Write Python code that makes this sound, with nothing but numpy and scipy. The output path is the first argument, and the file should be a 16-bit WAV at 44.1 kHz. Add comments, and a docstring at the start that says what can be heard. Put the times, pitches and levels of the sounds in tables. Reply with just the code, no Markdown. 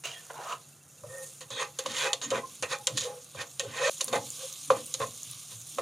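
"""A wooden galley: minced garlic sizzles in butter, crackles and spits, while a small motor hums and pips.
A plastic spatula scrapes a cutting board, then taps and scrapes the pan; pan and stove grate ring under it.
Friction and landings are random or short forces driving damped modes; bubbles are shaped noise and clicks;
the motor is a wavering sine and a pulsed one. A close pair of microphones hears it all."""
import sys
import numpy as np
from scipy import signal
from scipy.fft import rfft, irfft, next_fast_len
from scipy.io import wavfile
from scipy.ndimage import uniform_filter1d, map_coordinates

SR = 44100
rng = np.random.default_rng(int(sys.argv[2]) if len(sys.argv) > 2 else 0)


def field_ratio(decibels):
    """Amplitude ratio for a level in dB (20 dB per decade); scalars and array-likes work."""
    return 10 ** (np.asarray(decibels, dtype=float) / 20)


def bounce(signal):
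    """Save signal as a 16-bit WAV file at the path given by the first command-line argument."""
    frames = np.transpose(np.atleast_2d(signal))
    limited = np.clip(frames, -1, 1)
    pcm = np.round(limited * 32767).astype(np.int16)
    wavfile.write(sys.argv[1], SR, pcm)


N = 256265  # length in samples

# Levels in the tables are relative unless stated otherwise.
# Spectrum of air and rumble. Each row: frequency in Hz, density in dB per Hz.
AIR_SPECTRUM = [(29, -89), (50, -43), (79, -15.5), (112, -9), (144, -9), (216, -18), (408, -22.5),
                (786, -22.5), (900, -28), (1110, -26), (1400, -23.5), (1700, -28.5), (5000, -38),
                (6500, -68), (11000, -120)]
TURNS_PER_S = 11.85  # motor speed

# Modes of pan and stove on the grate, two for the boom, then three for the knock.
# Each row: frequency in Hz, width in Hz, gain in dB.
GRATE_MODES = [(80, 8.5, -26), (117.7, 43, 28), (198, 26, -0.5), (234, 26.6, 3.5), (299, 39, 2)]
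# The pan shifts on the grate. Each row: peak in seconds, boom in dB, knock in dB.
GRATE_SHIFTS = [(1.04, -49.5, -88), (1.52, -54, -57), (1.87, -52.5, -49), (2.26, -75, -49),
                (2.33, -45, -45.5), (2.64, -47.5, -61), (2.93, -41.5, -50), (3.37, -48.5, -56),
                (3.67, -44.5, -53.5), (4.06, -79, -52), (4.145, -41.5, -44), (4.71, -44, -43.5),
                (5.01, -46, -50), (5.29, -53.5, -68), (5.549, -51, -83), (5.81, -45, -40)]
SHIFT_RISE_S, SHIFT_FALL_S = 0.1, 0.22

# Course of the sizzle. Each row: time in seconds, level in dB, its lower part over that in dB.
SIZZLE_COURSE = [(0, -55, -8), (.45, -52.5, 4.5), (.86, -59.5, -4.5), (1.07, -55, -4), (1.25, -46, -4),
                 (1.42, -56.5, -2), (2.3, -54, 3), (2.9, -52.5, 0.5), (3.35, -53, 2.5), (3.89, -52, 2),
                 (3.905, -43.5, 0), (4.22, -47.5, 2), (4.42, -43, 3.5), (4.6, -46, 1.5), (5.0, -46, 0),
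                 (5.35, -48, 3), (5.55, -46.5, -2.5), (5.81, -47, 0.5)]
# Spectrum of the bursting bubbles. Each row: frequency in Hz, density in dB per Hz.
FIZZ_SPECTRUM = [(470, -63), (800, -32), (1180, -9.5), (1370, -28), (1550, -23), (1920, -27), (2050, -18.5),
                 (3600, -6.5), (4990, -11), (6820, -1), (7930, -9), (8990, -2.5), (12300, -15),
                 (13900, -15), (15100, -22), (15500, -36), (16000, -40)]
SPLIT_HZ = 5200  # where the lower part of the sizzle ends
SNAPS_PER_S, CRACKLE_DB = 400, -7  # mean rate of snaps, their level over the sizzle
# Fat spits. Each row: start in seconds, peak in dB, pitch in Hz.
FAT_SPITS = [(1.183, -27, 9000), (1.365, -42, 9000), (2.5552, -32, 9300), (2.668, -35, 8000),
             (2.787, -30, 7110), (3.245, -31, 8700), (4.0441, -13.5, 9540), (4.3037, -21, 7200),
             (4.2555, -32, 6500), (4.385, -33, 7200), (4.3206, -30, 6800), (4.5273, -22.5, 6400),
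             (4.6374, -29, 6200), (4.8596, -27, 8590), (4.864, -22, 9200), (5.1086, -31, 7100),
             (5.1782, -30, 8650), (5.232, -21, 6900), (5.3128, -20.5, 9500), (5.6152, -27.5, 7100),
             (5.699, -29, 7100)]

# Modes of the pan. Each row: frequency in Hz, width in Hz, gain in dB.
PAN_MODES = [(346, 91, -20.5), (430, 39, -13), (464.6, 25, -10), (499.8, 17.2, -0.5), (526.2, 22.2, 5),
             (615, 67, -11), (673, 95, -10), (825.6, 18, -3.5), (977, 120, -19), (980, 42, -12),
             (1070, 70, -5), (1191, 51, -8), (1284, 63, -10.5), (1538, 125, -13.5), (1835, 45, -2.5),
             (1884, 57, -15), (2059, 43, -11.5), (2425, 93, -11.5), (2565, 57, -5.5), (2710, 98, -16),
             (3000.6, 430, -13.5), (3210, 100, -15.5), (3490, 80, -18), (3630, 83, -18), (3830, 160, -17),
             (4240, 160, -15), (4470, 160, -16.5), (5370, 200, -22.5), (6250, 220, -20), (6520, 200, -14),
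             (6870, 180, -15), (7030, 120, -16.5), (7450, 190, -16.5), (8700, 300, -20.5), (9800, 840, -23)]
# Modes of the pan's damped, hollow answer. Each row: frequency in Hz, width in Hz, gain in dB.
BOWL_MODES = [(524, 31, 1), (593, 96, -7), (960, 70, -4), (1110, 170, 3), (1540, 90, -9), (2100, 90, -12),
              (2570, 120, -6)]
# Modes of the cutting board. Each row: frequency in Hz, width in Hz, gain in dB.
BOARD_MODES = [(471, 26, -7.5), (660, 160, -7.5), (677, 60, -10), (850, 80, -11), (1033, 64, -4),
               (1210, 620, 2.5), (1320, 220, -5), (1800, 170, -7.5), (2380, 150, -7.5), (2780, 350, -3),
               (3200, 200, -6), (3900, 200, -11), (5000, 400, -16), (6700, 900, -1), (7400, 260, -30)]
# Limits in Hz of the deep, low, middle and high groups of modes.
GROUP_LIMITS = [300, 750, 1400, 3000, 22050]

# The spatula lands and skids. Each row: time in seconds, crack peak in dB, pan ring in dB,
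# skid of the middle modes in dB, skid fall in seconds, hollow knock in dB, crack tilt in dB per octave.
LANDINGS = [(1.036, -70, -39, -81, 0.047, -26, -1), (1.408, -28, -38.5, -48.5, 0.072, -45, 2),
            (1.5045, -28, -41, -47, 0.23, -24, 1), (1.7885, -15.5, -33, -37, 0.032, -24, 1),
            (1.8605, -20.5, -26, -44, 0.02, -18, -10.5), (2.1319, -7, -22.5, -43, 0.015, -26, -3),
            (2.2154, -23, -38, -40.5, 0.13, -50, -5.5), (2.3048, -18.5, -41, -44, 0.028, -50, -4),
            (2.315, -50, -19.5, -48, 0.09, -19, -1), (2.377, -29.5, -30, -45, 0.033, -19, -2),
            (2.625, -16.5, -21, -26.5, 0.048, -30, 2), (2.8707, -5, -27, -30, 0.015, -26, 1.5),
            (2.9733, -15, -33, -38, 0.03, -33, 3), (3.3486, -36, -39, -87, 0.054, -24.5, -1),
            (3.596, -13, -30, -33.5, 0.029, -23, 2.5), (3.645, -47, -44, -78, .03, -35, -1),
            (4.0087, -15, -38, -60, 0.01, -44, -4), (4.0115, -11.5, -29, -55, 0.0061, -40, 5),
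            (4.0801, -21, -29, -49, 0.018, -45, 2), (4.1285, -22, -13.5, -32, 0.05, -17, -3.5),
            (4.1575, -26, -30, -40, .03, -24, 0), (4.7034, -22, -10, -36, 0.051, -5, -12.5),
            (4.9406, -14, -38, -45, 0.024, -34, 4.5), (5.0, -35, -22, -40, 0.043, -23, 2),
            (5.0125, -29, -32, -35.5, 0.032, -23.5, 0), (5.7745, -50, -34, -60, .01, -34, -5),
            (5.7845, -28, -15.5, -40, 0.041, -13, -11.5)]
# Spectrum of the landing crack. Each row: frequency in Hz, density in dB per Hz.
CRACK_SPECTRUM = [(590, -82), (1000, -11.5), (1470, -22.5), (2050, -10.5), (3840, 1), (5070, -9), (6860, 4),
                  (8100, -8), (10100, -11), (12500, -30), (14800, -35), (15500, -65)]
CONTACT_S, SOFTEN_DB = 0.00017, 17  # contact time at a 0 dB knock; it doubles for each such loss
SKID_RISE_S, SKID_DEEP_DB, SKID_HISS_DB = 0.0026, -9, -14.5  # deep modes over the ring, hiss over the crack

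# A narrow band sings out while the blade drags, from the flexing blade or one mode under it. Each row:
# start in seconds, length in seconds, first pitch in Hz, last pitch in Hz, width in Hz, level in dB.
SINGING_BANDS = [(0.036, 0.03, 2650, 2710, 410, -42), (0.077, .07, 3300, 2710, 410, -50),
                 (.12, 0.067, 3300, 3250, 200, -50), (0.132, 0.076, 1950, 1750, 160, -48.5),
                 (.34, 0.11, 950, 840, 400, -45), (.455, .11, 1080, 1180, 450, -39),
                 (.45, 0.058, 672, 697, 100, -42), (1.085, 0.19, 1845, 1845, 50, -50),
                 (1.5, 0.14, 3700, 3350, 700, -40), (4.128, .022, 3700, 3700, 300, -36),
                 (4.382, .085, 525, 520, 30, -43), (5.0, .035, 3600, 3600, 400, -44),
                 (4.14, .06, 880, 833, 139, -35), (4.135, .05, 1850, 1850, 205, -43),
                 (1.575, 0.071, 1880, 1870, 90, -40.5), (1.61, .07, 841, 830, 40, -48),
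                 (1.032, 0.029, 596, 604, 75, -44), (2.372, 0.032, 2200, 1850, 65, -45),
                 (1.095, .19, 535, 515, 55, -45), (1.96, 0.11, 3520, 3300, 91, -36.5),
                 (2.01, 0.096, 2560, 2560, 50, -37), (2.02, 0.065, 1900, 1940, 80, -37.5),
                 (2.05, 0.08, 823, 832, 25, -35), (2.735, 0.09, 825, 825, 30, -43),
                 (3.06, 0.09, 826, 826, 35, -49), (3.035, .1, 505, 500, 50, -38),
                 (2.4, 0.06, 1034, 1056, 50, -43), (3.81, 0.121, 530, 590, 140, -28.5),
                 (3.835, 0.04, 1830, 1850, 200, -38), (3.835, 0.035, 2400, 2400, 260, -38),
                 (5.015, 0.039, 1090, 1057, 120, -38), (2.98, .05, 6700, 6700, 290, -36),
                 (2.215, 0.059, 6600, 6900, 1000, -38.5)]
SING_EDGE_DB = 13  # start and end under the middle

# Hiss of the dragging blade edge. Each row: frequency in Hz, density in dB per Hz.
EDGE_SPECTRUM = [(1470, -14), (2500, -15), (2830, -15), (3520, 0.5), (5070, -7.5), (6810, -4.5),
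                 (8100, -16), (9500, -11), (12000, -26), (14500, -28), (15400, -75), (16000, -66)]
# The blade drags over the board. Each row: peak in seconds, rise in seconds, fall in seconds,
# low modes in dB, high modes in dB.
BOARD_STROKES = [(0.038, 0.0015, 0.24, -46.5, -43), (0.055, .008, .015, -46, -38),
                 (.07, .03, 0.25, -55, -47.5), (0.303, 0.0085, 0.053, -37.5, -72),
                 (.4, 0.12, 0.1, -43.5, -68), (0.525, 0.19, 0.06, -39, -43)]
BOARD_DEEP_DB, BOARD_HISS_DB = -2, -0.5  # deep modes over the low ones, edge hiss over the high ones
# The blade drags over the pan. Each row: peak in seconds, length in seconds, deep modes in dB,
# middle modes in dB, edge hiss in dB.
PAN_STROKES = [(1.157, 0.42, -50.5, -59.5, -82), (1.916, 0.38, -50, -52, -49),
               (1.617, 0.13, -34.5, -32, -37), (1.994, 0.29, -51, -36.5, -32.5),
               (2.061, 0.15, -32.5, -31.5, -38), (2.241, 0.045, -47, -60, -38),
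               (2.357, 0.13, -33, -36.5, -39.5), (2.73, 0.11, -35, -32.5, -33.5),
               (2.903, 0.091, -39, -58, -46), (3.023, 0.2, -76, -47, -34), (3.068, 0.36, -41, -55.5, -56),
               (3.41, 0.13, -43, -37, -39.5), (3.646, 0.089, -35.5, -74, -50),
               (3.864, 0.41, -35.5, -30.5, -32), (4.154, 0.12, -34.5, -38, -40),
               (4.767, 0.12, -35.5, -47, -47), (4.425, 0.2, -52, -58, -48),
               (5.027, 0.11, -39.5, -43.5, -45), (5.526, 0.13, -61, -58, -45.5)]
RISE_SHARE = 0.53  # of a pan drag's length
FADE_DB, ROUNDNESS = 30.5, 1.38  # loss over one rise or fall time, roundness of a pan drag's top
DRAG_MIX, SKID_MIX, LOW_DB = 0.43, 0.64, -1.5  # share of the deep level in the low modes, then their offset

# Reverberation of the walls. Each row: frequency in Hz, time to fall 60 dB in seconds.
WALL_DECAY = [(200, 0.37), (1500, 0.15), (8000, 0.12)]
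DIP_S, DIP_DB = 3.8975, -28  # spatula and spits dip briefly
# Likeness of the two ports. Each row: frequency in Hz, left-right likeness from 0 to 1.
PORT_LIKENESS = [(640, 0.99), (1200, 0.9), (3100, 0.94), (6800, 0.97), (9500, 1), (12500, 0.8),
                 (15000, 0.7)]
# Balance of the two ports. Each row: frequency in Hz, left over right in dB.
PORT_BALANCE = [(650, 0), (950, -1.5), (2380, -2.0), (5980, -1.5), (15000, -1)]
# Hiss of the ports. Each row: frequency in Hz, density in dB per Hz.
PORT_HISS = [(8000, -40), (11000, 0), (13500, -3), (15100, -4), (15600, -25)]
PORT_HISS_DB = -70.5  # rms before the band limits


def unit(x):
    """Normalization: x at rms 1."""
    return x / np.sqrt(np.mean(x ** 2) + 1e-20)


def along(points, hz):
    """Interpolation of (Hz, value) points on a logarithmic frequency axis."""
    f, v = np.transpose(points)
    return np.interp(np.log(hz + 1), np.log(f + 1), v)


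def wobble(rate):
    """Slow random modulation: a smooth curve through a given number of knots a second."""
    knots = rng.standard_normal(int(N * rate / SR) + 4)
    return map_coordinates(knots, [np.arange(N) * rate / SR])


def filtered(x, response):
    """Linear filtering: the spectrum of x times a complex response of frequency."""
    m = next_fast_len(N + SR // 2)
    return irfft(rfft(x, m) * response(np.fft.rfftfreq(m, 1 / SR)), m)[..., :N]


def ringing(modes):
    """Modal superposition: causal resonances summed with alternating signs."""
    def mode(f, k, centre, width, db):
        return (-1) ** k * field_ratio(db) * 1j * f * width / (centre * centre - f * f + 1j * f * width)
    return lambda f: sum(mode(f, k, *row) for k, row in enumerate(modes))


def power(response):
    """Mean power gain of a response for white noise."""
    return np.mean(abs(response(np.linspace(1, SR / 2, 8000))) ** 2)


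def grit(rate, spread_db):
    """Shot noise: random impulses, rate a second, a few of them much larger."""
    chance, size = rng.random((2, N))
    boost_db = np.minimum(-spread_db * np.log(1 - size), 9)
    return (chance < rate / SR) * rng.standard_normal(N) * field_ratio(boost_db)


def swells(rows, roundness=1):
    """Envelopes: rows (peak s, rise s, fall s, dB, ..) summed to one gain curve for each dB column."""
    t, gains = np.arange(N) / SR, 0
    for s, rise, fall, *dbs in rows:
        away = abs(t - s) / np.where(t < s, abs(rise) + 1e-4, abs(fall) + 1e-4)
        gains = gains + np.outer(field_ratio(np.array(dbs)), field_ratio(-FADE_DB * away ** roundness))
    return gains


def tail(t60, size):
    """Diffuse reverberation: noise whose frequencies decay at their own speeds, energy 1."""
    hz, t, z = signal.stft(rng.standard_normal(size), SR, nperseg=256)
    x = signal.istft(z * field_ratio(-60 * t / along(t60, hz)[:, None]), SR, nperseg=256)[1]
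    return x / np.linalg.norm(x)


def galley():
    """Broadband air and rumble, with the motor's wavering hum near its twelfth order and a pip once a turn."""
    t = np.arange(N) / SR
    air = unit(filtered(rng.standard_normal(N), lambda hz: field_ratio(along(AIR_SPECTRUM, hz))))
    air *= field_ratio(-61.5 + 0.22 * wobble(4.1))
    hum_level = field_ratio(-60.5 + 2.9 * wobble(39))
    hum = hum_level * np.sin(2 * np.pi * np.cumsum(143 + 6 * wobble(16)) / SR)
    since_turn = ((t - .722) * TURNS_PER_S % 1) / TURNS_PER_S
    pip_shape = np.sin(np.pi * np.clip(since_turn / 0.022, 0, 1))
    pip = field_ratio(-62.5 + 1.5 * wobble(13)) * np.sin(2 * np.pi * 2690 * t) * pip_shape
    return air + hum + pip


def grate():
    """Forced vibration: pan and stove rock under the pressure, with a boom and a higher knock."""
    gains = swells([(s, SHIFT_RISE_S, SHIFT_FALL_S, boom, knock) for s, boom, knock in GRATE_SHIFTS])
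    out = np.zeros(N)
    for gain, modes in zip(gains, (GRATE_MODES[:2], GRATE_MODES[2:])):
        twice = lambda hz: ringing(modes)(hz) ** 2  # squared for steeper skirts
        out += filtered(gain * rng.standard_normal(N), twice) / np.sqrt(power(twice))
    return out


def sizzle():
    """Dense random superposition: steam bubbles burst by the thousand in the butter, in patches."""
    s, db, lower_db = np.transpose(SIZZLE_COURSE)
    t = np.arange(N) / SR
    bed = unit(rng.standard_normal(N)) + 0.4 * unit(grit(1000, spread_db=2))
    # patches: a smooth random field over frequency and time
    z = signal.stft(bed, nperseg=256)[2]
    field = uniform_filter1d(rng.standard_normal(z.shape), size=8, axis=0)
    field = uniform_filter1d(field, size=16, axis=1)
    bed = signal.istft(z * field_ratio(1.87 * unit(field)), nperseg=256)[1][:N]
    bed = unit(filtered(bed, lambda hz: field_ratio(along(FIZZ_SPECTRUM, hz))))
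    lower = filtered(bed, lambda hz: 1 / (1 + (hz / SPLIT_HZ) ** 8))
    bed = bed + lower * (field_ratio(np.interp(t, s, lower_db)) - 1)
    flicker_db = 1.1 * wobble(14) + 1.3 * wobble(120)
    return bed * field_ratio(np.interp(t, s, db) + flicker_db)


def crackle():
    """Sparse shot noise: small bubbles snap, brighter than the sizzle and as loud as the butter is busy."""
    s, db, _ = np.transpose(SIZZLE_COURSE)
    t = np.arange(120) / SR
    snap = rng.standard_normal(len(t)) * field_ratio(-60 * t / .002)
    snaps = np.convolve(grit(SNAPS_PER_S, spread_db=3), snap)[:N]
    bright = lambda hz: field_ratio(1.25 * along(FIZZ_SPECTRUM, hz)) * hz ** 4 / (hz ** 4 + 5000 ** 4)
    return unit(filtered(snaps, bright)) * field_ratio(np.interp(np.arange(N) / SR, s, db) + CRACKLE_DB)


def spits():
    """Damped oscillation: a larger bubble bursts with a click, a short ring and a puff of spray."""
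    out, t = np.zeros(N + SR), np.arange(500) / SR
    for (s, db, hz), noise in zip(FAT_SPITS, rng.standard_normal((len(FAT_SPITS), len(t)))):
        ring = np.sin(2 * np.pi * hz * t) * field_ratio(-60 * t / 0.0041)
        spray = 0.18 * noise * field_ratio(-60 * t / 0.017)
        out[round(s * SR):][:len(t)] += field_ratio(db + 2.0) * (ring + spray)
    return filtered(out[:N], lambda hz: 1 / (1 + (hz / 14000) ** 4) * hz ** 4 / (hz ** 4 + 4500 ** 4))


def singing():
    """Narrow-band noise: a carrier at the gliding pitch, wandering at the speed of the chosen width."""
    out = np.zeros(N)
    for s, size, first_hz, last_hz, width, db in SINGING_BANDS:
        u = np.linspace(0, 1, round(size * SR))
        knots = rng.standard_normal((2, 200))
        drift = map_coordinates(knots, [[0 * u, 0 * u + 1], [u * size * width + 2] * 2])
        phase = 2 * np.pi * np.cumsum(first_hz + (last_hz - first_hz) * u) / SR
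        band = drift[0] * np.cos(phase) + drift[1] * np.sin(phase)
        out[round(s * SR):][:len(u)] += field_ratio(db - SING_EDGE_DB * (2 * u - 1) ** 4) * band
    return out


def taps():
    """Impact excitation: each landing cracks sharply and softly pushes the pan's modes and its hollow."""
    crack, push, knock = np.zeros((3, N + SR))
    t = np.arange(2600) / SR
    hz = np.fft.rfftfreq(len(t), 1 / SR)
    noises = rng.standard_normal((len(LANDINGS), len(t)))
    for (s, db, ring_db, _, _, knock_db, tilt_db), noise in zip(LANDINGS, noises):
        i = round(s * SR)
        fall = 2.0 * field_ratio(-60 * t / 0.0038) + 0.85 * field_ratio(-60 * t / 0.027) + 0.071 * field_ratio(-60 * t / 0.079)
        burst = np.roll(np.sign(noise) * fall, 100)  # room for the tilt filter to spread ahead
        tilt = field_ratio(tilt_db * np.log2(np.clip(hz, 1000, 14000) / 5000))
        crack[i - 100:][:len(t)] += field_ratio(db - 12) * irfft(rfft(burst) * tilt, len(t))
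        blow = t / 0.00032 * np.exp(-t / 0.00025) * (1 + 0.064 * noise[::-1])
        push[i:][:len(t)] += field_ratio(ring_db + 23.5) * blow
        contact = CONTACT_S * 2 ** (-knock_db / SOFTEN_DB)  # weaker knocks are softer
        knock[i:][:len(t)] += field_ratio(knock_db + 22.0) * t / contact * np.exp(-t / contact) * CONTACT_S / contact
    below_high = ringing([m for m in PAN_MODES if m[0] < GROUP_LIMITS[-2]])
    cracks = filtered(crack[:N], lambda hz: field_ratio(along(CRACK_SPECTRUM, hz) + 5.5))
    return cracks + filtered(push[:N], below_high) + filtered(knock[:N], ringing(BOWL_MODES))


def board_strokes():
    """Friction envelopes on the board: gains of the deep, low and middle modes and of high modes with hiss."""
    return swells([(s, rise, fall, low + BOARD_DEEP_DB, low, high, high + BOARD_HISS_DB)
                   for s, rise, fall, low, high in BOARD_STROKES])


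def pan_strokes():
    """Friction envelopes in the pan, same groups: every drag swells and fades, every landing skids away."""
    drags = [(s, RISE_SHARE * size, (1 - RISE_SHARE) * size, *dbs, DRAG_MIX)
             for s, size, *dbs in PAN_STROKES]
    skids = [(s + SKID_RISE_S, SKID_RISE_S, fall, ring + SKID_DEEP_DB, middle, crack + SKID_HISS_DB, SKID_MIX)
             for s, crack, ring, middle, fall, *_ in LANDINGS]
    # the low modes lie between the deep and the middle ones
    spread = lambda rows: [(s, rise, fall, deep, middle + mix * (deep - middle) + LOW_DB, middle, hiss)
                           for s, rise, fall, deep, middle, hiss, mix in rows]
    return swells(spread(drags), ROUNDNESS) + swells(spread(skids))


def rub(gains, modes, shift_db, hiss_db):
    """Friction excitation: the edge catches on fine grit and sets of modes answer, swelling in turn."""
    out = np.zeros(N)
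    for gain, lo, hi in zip(gains, GROUP_LIMITS, GROUP_LIMITS[1:]):
        group = [m for m in modes if lo <= m[0] < hi]
        layers = [ringing(group[k::4]) for k in range(min(4, len(group)))]
        if hi == GROUP_LIMITS[-1]:
            layers.append(lambda hz: field_ratio(along(EDGE_SPECTRUM, hz) + hiss_db))
        # the sets trade energy, their sum stays
        share = np.array([field_ratio(shift_db * wobble(8)) for _ in layers])
        weight = np.array([power(layer) for layer in layers])
        share /= np.sqrt(weight @ share ** 2)
        drives = [unit(grit(4000, spread_db=2.0)) * part * field_ratio(2.43 * wobble(70)) for part in share]
        answer = sum(filtered(drive * gain, layer) for drive, layer in zip(drives, layers))
        # plastic is a soft driver
        soft = lambda hz: 1 / (1 + 1j * hz / (2.03 * hi)) ** 2 * (1j * hz / (1j * hz + 0.46 * lo)) ** 2
        out += filtered(answer, soft)
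    return out


def ports(near):
    """Partial coherence: two ports hear nearly the same sound, the right mostly a little louder."""
    z = signal.stft(near, nperseg=128)[2]
    scrambled = z * np.exp(2j * np.pi * rng.random(z.shape))
    stray = 1.88 * signal.istft(scrambled, nperseg=128)[1][:N]  # scattered round the microphones' body
    turn = lambda hz: np.arccos(np.clip(along(PORT_LIKENESS, hz), -1, 1)) / 2
    parts = lambda hz: np.array([np.cos(turn(hz)), np.sin(turn(hz)) / (1 + (450 / (hz + 1)) ** 3)])
    mid, side = filtered(np.array([near, stray]), parts)
    balance = lambda hz: field_ratio(np.outer([.5, -.5], along(PORT_BALANCE, hz)))
    return filtered(np.array([mid + side, mid - side]), balance)


def scene():
    """Superposition: walls answer the spatula and spits; the other sources join before the two ports."""
    board = rub(board_strokes(), BOARD_MODES, shift_db=2.5, hiss_db=-4.5)
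    pan = rub(pan_strokes(), PAN_MODES, shift_db=3.5, hiss_db=-11.5)
    struck = board + pan + singing() + taps() + spits()
    wet = struck + field_ratio(-9.0) * signal.fftconvolve(struck, tail(WALL_DECAY, size=SR // 3))[:N]
    dip_times = [DIP_S, DIP_S + .002, DIP_S + .1, DIP_S + .105]
    dip_db = np.interp(np.arange(N) / SR, dip_times, [0, DIP_DB, DIP_DB, 0])
    return ports(wet * field_ratio(dip_db) + grate() + sizzle() + crackle() + galley())


def low_pass(x):
    """Removes everything above the highest recorded frequency."""
    return signal.sosfilt(signal.butter(12, 16500, fs=SR, output="sos"), x)


def record(dry):
    """Band limiting: each port adds a thin hiss of its own, then deep bass and extreme treble are cut."""
    band = lambda hz: (1j * hz / (1j * hz + 30)) ** 6 * (hz < 16300)
    hiss = unit(filtered(rng.standard_normal(dry.shape), lambda hz: field_ratio(along(PORT_HISS, hz))))
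    return low_pass(filtered(dry + field_ratio(PORT_HISS_DB) * hiss, band))


dry = scene()
out = record(dry)
bounce(out)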